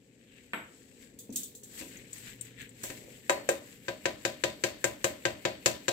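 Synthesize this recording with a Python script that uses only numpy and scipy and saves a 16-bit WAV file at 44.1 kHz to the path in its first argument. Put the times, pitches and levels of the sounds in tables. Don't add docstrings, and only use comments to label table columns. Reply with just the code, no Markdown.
import sys
import numpy as np
from scipy import signal
from scipy.fft import rfft, irfft, next_fast_len
from scipy.io import wavfile
from scipy.ndimage import uniform_filter1d

SR = 44100
rng = np.random.default_rng(int(sys.argv[2]) if len(sys.argv) > 2 else 0)


def wav_record(signal):
    frames = np.transpose(np.atleast_2d(signal))
    bounded = np.clip(frames, -1, 1)
    quanta = np.round(bounded * 32767).astype(np.int16)
    wavfile.write(sys.argv[1], SR, quanta)


N = 261441
T = np.arange(SR * 9 // 20) / SR

# start in seconds, then strength, hardness of contact and frame clank in dB.
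KNOCKS = [(3.294, -15, -0.5, -6), (3.488, -15, 1, -8), (3.881, -24, -8.5, -1), (4.054, -19.5, -4.5, 0),
          (4.249, -20.5, 1.5, 2.5), (4.436, -18.5, -1, 2.5), (4.636, -19.5, 2.5, 3.5), (4.84, -18, 4, -3),
          (5.041, -18, 5.5, -1), (5.251, -18, -4.5, 0), (5.45, -18.5, -7.5, 1), (5.658, -16, 5.5, 4),
          (5.88, -19, 1, 4.5)]
# frequency in Hz, level in dB.
TICK_SPECTRUM = [(200, -19), (1500, -43.5), (3500, -4.5), (5200, -10.5), (6500, 3), (7800, 7), (9200, -10),
                 (12000, -12), (15500, -10)]
# frequency in Hz, left over right in dB.
HAND_BALANCE = [(60, 5), (200, 3.5), (400, -1.5), (1300, 3), (2400, 8), (4400, 4.5), (8000, 3),
                (10500, -11.5), (15000, -4)]


def gain_of(db):
    return 10 ** (np.asarray(db) / 20)


def unit_rms(x):
    return x / np.sqrt(np.mean(x ** 2) + 1e-20)


def curve_at(points, hz):
    f, value = np.transpose(points)
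    return np.interp(np.log(hz + 1), np.log(f + 1), value)


def add(mix, start_s, sound):
    part = mix[:, round(start_s * SR):][:, :sound.shape[1]]
    part += sound[:, :part.shape[1]]


def white():
    return rng.standard_normal((2, len(T)))


def wander(samples, size):
    return unit_rms(uniform_filter1d(uniform_filter1d(rng.standard_normal(samples), size), size))


def swell(peak_s, length_s, db, rise_share=0.43, edge_db=-9.5):
    t = (np.arange(N) / SR - peak_s) / length_s
    return gain_of(db + edge_db * np.maximum(-t / rise_share, t / (1 - rise_share)))


def coloured(noise, spectrum, balance):
    # frequency in Hz, correlation (capped at 1).
    likeness = [(50, 0.3), (200, 1.1), (500, 0.65), (1200, 0), (15000, 0)]
    size = next_fast_len(noise.shape[1], True)
    hz = np.fft.rfftfreq(size, 1 / SR)
    left, other = rfft(noise, size)
    same = np.clip(curve_at(likeness, hz), -1, 1)
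    right = same * left + np.sqrt(1 - same ** 2) * other
    lean = gain_of(curve_at(balance, hz) / 2)
    pair = np.array([left * lean, right / lean]) / np.hypot(lean, 1 / lean)
    return unit_rms(irfft(pair * gain_of(curve_at(spectrum, hz)), size)[:, :noise.shape[1]])


def tilted(x, gains):
    size = 2 * len(T)
    log_gain = np.log(gain_of(curve_at(gains, abs(np.fft.fftfreq(size, 1 / SR)))))
    minimum_phase = np.exp(np.conj(signal.hilbert(log_gain)))[:size // 2 + 1]
    return irfft(rfft(x, size) * minimum_phase, size)[:, :len(T)]


def seating(rise_s=0.002):
    return 1 - np.exp(-(T / rise_s) ** 6)


def early_echoes(noise, echo=0.51, count=6):
    treble = signal.sosfilt(signal.butter(1, 1100, "highpass", fs=SR, output="sos"), noise)
    delays_s = rng.uniform(.0005, .007, (2, count))
    echoes = [sum(np.roll(side, int(d * SR)) for d in row) for side, row in zip(treble, delays_s)]
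    return noise + echo * np.array(echoes)


def blow(noise, t60, wet_db, crack_db=0):
    # band centre in Hz, t60 in seconds, tail level in dB.
    room = [(80, 0.47, -6.5), (251, 0.61, -11.5), (630, 0.39, -9), (1760, 0.38, -15), (4300, 0.39, -15),
            (7280, 0.22, -13.5), (13300, 0.28, -4.5)]
    hz, spectrum, out = np.fft.rfftfreq(len(T), 1 / SR), rfft(noise), 0
    centres = [row[0] for row in room]
    direct = gain_of(-60 * T / t60) + gain_of(crack_db - 60 * T / 0.012)
    for pick, (centre, room_t60, tail_db) in zip(np.eye(len(room)), room):
        band = irfft(spectrum * curve_at(list(zip(centres, pick)), hz), len(T))
        fall = np.hypot(direct, gain_of(tail_db + wet_db - 60 * T / room_t60))
        out = out + band * fall * (1 - np.exp(-T * centre))
    return out * seating()


def tone(hz, db, t60, side_db=0, blur_hz=5):
    sides = np.array([[.5], [-.5]])
    lag = min(hz / 750, 1.6) * sides
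    drift = np.cumsum(white(), 1) * np.sqrt(2 * np.pi * blur_hz * min(hz / 1200, 1) / SR)
    lean = unit_rms(gain_of(side_db * sides))
    return lean * gain_of(db - 60 * T / t60) * np.sin(2 * np.pi * hz * T + lag + drift)


def grains(per_s, spread_db):
    size = gain_of(spread_db * np.minimum(rng.exponential(1, (2, N)), 4))
    clumps = gain_of(1.14 * unit_rms(uniform_filter1d(rng.standard_normal(N), size=700)))
    slips = rng.standard_normal((2, N)) * size * (rng.random((2, N)) < per_s / SR)
    return unit_rms(slips) * clumps


def room_tone(hum_hz=121.2, hum_db=-72.5):
    # frequency in Hz, level in dB.
    air_spectrum = [(15, -48), (25, -38), (43, -11.5), (80, -15.5), (107, -9), (151, -11.5), (258, -2.5),
                    (323, -12.5), (492, -9), (608, -24.5), (1200, -38.5), (1560, -38), (2640, -120)]
    # time in seconds, level in dB.
    air_levels = [(0, -62.5), (1.2, -57), (5.9, -58)]
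    # loudest moment in seconds, length in seconds, level in dB.
    hum_swell = (2.46, 1.2, -57.5)
    air = coloured(rng.standard_normal((2, N)), air_spectrum, balance=[(50, 6.4), (1000, 0.61)])
    air *= gain_of(np.interp(np.arange(N) / SR, *np.transpose(air_levels)))
    pitch_hz = hum_hz + 1.43 * wander(N, size=4000)
    hum_rms = np.hypot(gain_of(hum_db), swell(*hum_swell))
    return air + np.sqrt(2) * hum_rms * np.sin(2 * np.pi * np.cumsum(pitch_hz) / SR)


def bowl_drags():
    # firmest moment of a drag in seconds, length in seconds, level in dB.
    drags = [(1.995, 0.089, -55), (3.06, 0.15, -48.5)]
    # frequency in Hz, level in dB.
    rub_spectrum = [(100, -7), (300, 3.5), (550, 0.5), (800, -14), (1500, -32), (6000, -43)]
    rub = coloured(grains(per_s=400, spread_db=1.16), rub_spectrum, HAND_BALANCE)
    return rub * sum(swell(*row) for row in drags)


def utensil(start_s=0.532, level_db=-25.5):
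    # frequency in Hz, level in dB.
    clack_spectrum = [(50, -18), (250, -0.5), (550, -0.5), (750, -8.5), (1200, 3), (2300, 2), (3500, -9.5),
                      (4800, -28), (15000, -72)]
    # frequency in Hz, level in dB, t60 in seconds.
    thin_tones = [(1410, -28, 0.22), (7730, -22.5, 0.42), (7800, -28, 0.27), (11700, -27, 0.36)]
    out = np.zeros((2, N))
    noise = coloured(early_echoes(white()), clack_spectrum, balance=[(100, 1.9), (8000, 2.3)])
    clack = blow(noise, t60=0.044, wet_db=5.5, crack_db=-1)
    tones = seating() * sum(tone(*row) for row in thin_tones)
    add(out, start_s, gain_of(level_db) * (clack + tones))
    return out


def hand_bumps(trim_db=-3):
    # start of a bump in seconds, level in dB.
    bumps = [(1.291, -29.5), (1.807, -33), (2.831, -39), (2.897, -39)]
    # frequency in Hz, level in dB.
    bump_spectrum = [(50, -18), (180, -11.5), (260, 2), (340, -4.5), (450, -15), (900, -35), (3000, -55),
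                     (12000, -76)]
    out = np.zeros((2, N))
    for start_s, db in bumps:
        bump = blow(coloured(white(), bump_spectrum, HAND_BALANCE), t60=0.059, wet_db=0)
        add(out, start_s, gain_of(db + trim_db) * bump)
    return out


def rim_modes(t60_scale_s, count=44):
    pitches = np.linspace(3200, 15000, count) + rng.uniform(-130, 120, count)
    return np.array([tone(hz, curve_at(TICK_SPECTRUM, hz), t60_scale_s * rng.uniform(0.25, 0.64),
                          side_db=curve_at(HAND_BALANCE, hz)) for hz in pitches])


def rim_ticks(scuff_db=-11, ring_db=-3):
    # start of a tick in seconds, level in dB, t60 of its scuff in seconds.
    ticks = [(1.187, -37, 0.035), (1.323, -40, 0.21), (1.3569, -22, 0.12), (1.43, -32.5, 0.031),
             (1.5484, -39.5, 0.053), (1.6315, -40.5, 0.14), (1.881, -45, 0.084), (2.832, -29.5, 0.22)]
    out, modes = np.zeros((2, N)), rim_modes(t60_scale_s=0.16)
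    for start_s, db, t60 in ticks:
        noise = coloured(early_echoes(white()), TICK_SPECTRUM, HAND_BALANCE)
        scuff = blow(noise, t60, wet_db=15.5, crack_db=-12)
        shares = rng.normal(size=len(modes)) / np.sqrt(len(modes))
        ring = np.tensordot(shares, modes, 1) * seating()
        add(out, start_s, gain_of(db) * (gain_of(scuff_db) * scuff + gain_of(ring_db) * ring))
    return out


def click(crack_db):
    noise = coloured(white(), TICK_SPECTRUM, HAND_BALANCE)
    return blow(noise, t60=0.015, wet_db=-2.5, crack_db=crack_db)


def bangles(trim_db=-5):
    # start of a clink in seconds, level in dB, pitch in Hz.
    clinks = [(1.301, -50, 6400), (1.9688, -41.5, 6900), (2.129, -30.5, 7740), (2.1805, -40.5, 8430),
              (2.409, -27.5, 8390), (2.4496, -44, 7920), (2.69, -44.5, 8100)]
    # ratio to the pitch, level in dB, t60 in seconds.
    modes = [(0.891, 0.5, 0.046), (.94, -4, 0.04), (1.001, 5.5, 0.045), (1.06, 2, .03), (1.5, -14, .03)]
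    out = np.zeros((2, N))
    for start_s, db, hz in clinks:
        ring = sum(tone(hz * ratio * (1 + 0.0074 * rng.normal()), mode_db, t60, side_db=24)
                   for ratio, mode_db, t60 in modes)
        clink = ring * seating() + gain_of(-0.5) * click(crack_db=1)
        add(out, start_s, gain_of(db + trim_db) * clink)
    return out


def mesh_snap(start_s=2.615, level_db=-40):
    out = np.zeros((2, N))
    add(out, start_s, gain_of(level_db) * click(crack_db=0))
    return out


def scrape(slips, hz=2050, width_hz=330, sweep=0.26):
    centre_hz = hz * np.exp(sweep * wander(N, size=2500))
    carrier = np.exp(2j * np.pi * np.cumsum(centre_hz) / SR)
    pole = np.exp(-np.pi * width_hz / SR)
    return 2 * (carrier * signal.lfilter([1 - pole], [1, -pole], slips / carrier)).real


def on_steel(slips, steel_db=-7):
    ring = signal.fftconvolve(slips, rim_modes(t60_scale_s=0.047).sum(0), axes=1)[:, :N]
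    return slips + gain_of(steel_db) * unit_rms(ring)


def shaking(start_s=2.955, swing_s=1 / 5, slide_db=-57, turn_db=-6):
    t = np.arange(N) / SR
    beats = [start_s] + [row[0] for row in KNOCKS] + [KNOCKS[-1][0] + swing_s]
    swings_per_gap = np.round(np.diff(beats, prepend=beats[0]) / swing_s)
    swings = np.interp(t, beats, np.cumsum(swings_per_gap))
    turning = (.5 + .5 * np.cos(2 * np.pi * (swings - 0.59))) ** 2
    fade_in = np.clip((t - start_s) / swing_s, 0, 1)
    return fade_in * gain_of(slide_db + turn_db * turning)


def flour(rustle_db=-5, hiss_db=-3.5, fizz_db=-6, firm_db=-56, trickle_db=-68):
    # firmest moment and length in seconds, level and extra hiss in dB.
    strokes = [(.38, 0.37, -55.5, -6), (0.785, 0.67, -60.5, 2), (1.025, 0.12, -54.5, 1.5),
               (1.393, 0.16, -56.5, 5), (1.792, 0.14, -44, 4), (1.963, 0.23, -47.5, -4.5),
               (2.164, 0.15, -50.5, 5), (2.275, 0.13, -43, -2), (2.471, 0.13, -48.5, -6.5),
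               (2.611, 0.074, -39, -10), (2.864, 0.14, -43.5, 0), (2.95, 0.31, -51.5, 2)]
    # frequency in Hz, level in dB.
    rustle_spectrum = [(200, 8), (500, -8), (800, -18), (1250, -11), (1700, 5.5), (2700, 6), (4200, -2.5),
                       (5500, -49), (9000, -75.5)]
    hiss_spectrum = [(2500, -11.5), (4500, -4), (6000, -8), (7200, -2.5), (8000, 3.5), (9200, -9.5),
                     (12000, -8), (15500, -16)]
    fizz_spectrum = [(5000, -39), (8500, -3), (10000, -4.5), (12000, 3), (15500, 0)]
    trickle_power = gain_of(trickle_db) ** 2
    rub_power = sum(swell(s, length, db) ** 2 for s, length, db, _ in strokes)
    sift_power = sum(swell(s, length, db + extra) ** 2 for s, length, db, extra in strokes)
    rubbed = gain_of(rustle_db) * np.sqrt(trickle_power + rub_power)
    sifted = gain_of(hiss_db) * np.sqrt(trickle_power + sift_power)
    firmness = np.minimum(sifted / gain_of(firm_db), 1.5) ** .5
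    sliding = shaking()
    slips = grains(per_s=2200, spread_db=0.49)
    rustle = coloured(slips + 0.7 * scrape(slips), rustle_spectrum, HAND_BALANCE)
    hiss = coloured(on_steel(grains(per_s=9000, spread_db=1.0)), hiss_spectrum, HAND_BALANCE)
    fizz = coloured(grains(per_s=9000, spread_db=2.5), fizz_spectrum, HAND_BALANCE)
    return (rustle * np.hypot(rubbed, sliding)
            + hiss * np.hypot(sifted, gain_of(-0.5) * sliding)
            + fizz * np.hypot(gain_of(fizz_db) * firmness * sifted, gain_of(-3.5) * sliding))


def bowl_ring(spot):
    # frequency in Hz, t60 in seconds,
    # left over right in dB, then level in dB when struck at each of three spots.
    modes = [(119.7, 0.33, 4, -32, -28, -19.5), (349.8, 0.17, 5, -6.5, -6, -3.5),
             (366.2, 0.11, 12, -7, -18, -4.5), (458, 0.17, 1, -16, -5, -11.5),
             (515, 0.059, -6, -4, 8.5, -24), (548, 0.28, 0.5, -8.5, -3.5, -9),
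             (541.4, 0.24, 3, -17, -7, -4.5), (574, 0.34, 3.5, -10, -10.5, -12.5),
             (614, 0.38, -2, -16, -21, -11.5), (634, 0.28, 9, -16, -12.5, -9),
             (690.4, 0.23, -2, -25, -34, -11), (768.5, 0.23, 17, -9.5, -17, -12),
             (990, 0.22, 5, -6.5, -15.5, -10), (1006, 0.21, -22, -9, -15.5, -16.5),
             (1243, 0.11, 6, -9.5, -24, -17), (1577, 0.11, 6.5, -10, -6, -3.5),
             (1896, 0.24, -38, -21, -15, -16), (2275, 0.19, 0, -23.5, -18, -16),
             (2610, 0.14, 0, -12, -9, -12), (3670, 0.31, 16, -32, -16, -21.5),
             (3870, 0.16, 0, -11, -12.5, -14.5), (4430, 0.46, -6, -16, -27, -25.5),
             (7010, 0.041, 19, -9, -25, -21)]
    ring = 0
    for hz, t60, side_db, *spot_db in modes:
        detune, scatter = rng.normal(size=2)
        db = spot_db[spot] + 0.89 * min(hz / 600, 2.8) * scatter
        ring = ring + tone(hz * (1 + 0.0034 * detune), db, t60, side_db)
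    return ring * seating()


def sieve_knocks(frame_db=-2, bowl_db=-7, fresh=0.55):
    # start in seconds, strength in dB.
    nudges = [(1.81, -39.5), (2.836, -35.5), (2.9, -36)]
    # crack, bass thud, ring and clack, all in dB.
    spots = [(1, -8.5, 5, 2), (1, -7.5, -1.1, -3.5), (-1, 1.5, .2, 0.37)]
    # frequency in Hz, level in dB.
    clack_spectrum = [(35, -23), (70, -2), (170, -2), (300, 5), (450, 0), (850, -4.5), (1300, -5.5),
                      (1800, 2), (3500, -3), (5500, -8), (7400, 0), (8400, -10), (9500, -23),
                      (15500, -24.5)]
    # frequency in Hz, left over right in dB.
    clack_balance = [(60, -6), (140, 12), (250, -4), (500, 2.5), (1100, 3.5), (2500, 2.5), (4500, 9.5),
                     (7400, 7.5), (8600, 11.5), (10500, -14), (15000, 2)]
    out = np.zeros((2, N))
    common = early_echoes(white())
    blows = KNOCKS + [(start_s, db, 0, 0) for start_s, db in nudges]
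    for k, (start_s, db, hardness, clank) in enumerate(blows):
        spot = min(k, 2)
        crack, thud, ring, clack = spots[spot]
        noise = np.sqrt(1 - fresh ** 2) * common + fresh * early_echoes(white())
        frame = blow(coloured(noise, clack_spectrum, clack_balance), t60=0.063, wet_db=0.5, crack_db=crack)
        frame *= gain_of(1.2 * np.minimum(T / 0.01, 1) * wander(len(T), size=110))
        hit = gain_of(frame_db) * frame + gain_of(bowl_db) * bowl_ring(spot)
        colour = [(150, thud), (350, 0), (650, ring), (1000, ring / 2),
                  (2000, clack), (4300, clank), (8100, hardness)]
        add(out, start_s, gain_of(db) * tilted(hit, colour))
    return out


def scene():
    return (sieve_knocks() + rim_ticks() + bangles() + mesh_snap() + utensil() + hand_bumps()
            + flour() + bowl_drags() + room_tone())


def record(dry):
    thinned = signal.sosfilt(signal.butter(2, 38, "highpass", fs=SR, output="sos"), dry)
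    band_limit = signal.firwin(255, 15700, window=("kaiser", 8), fs=SR)
    return signal.oaconvolve(thinned, band_limit[None], "same")


dry = scene()
out = record(dry)
wav_record(out)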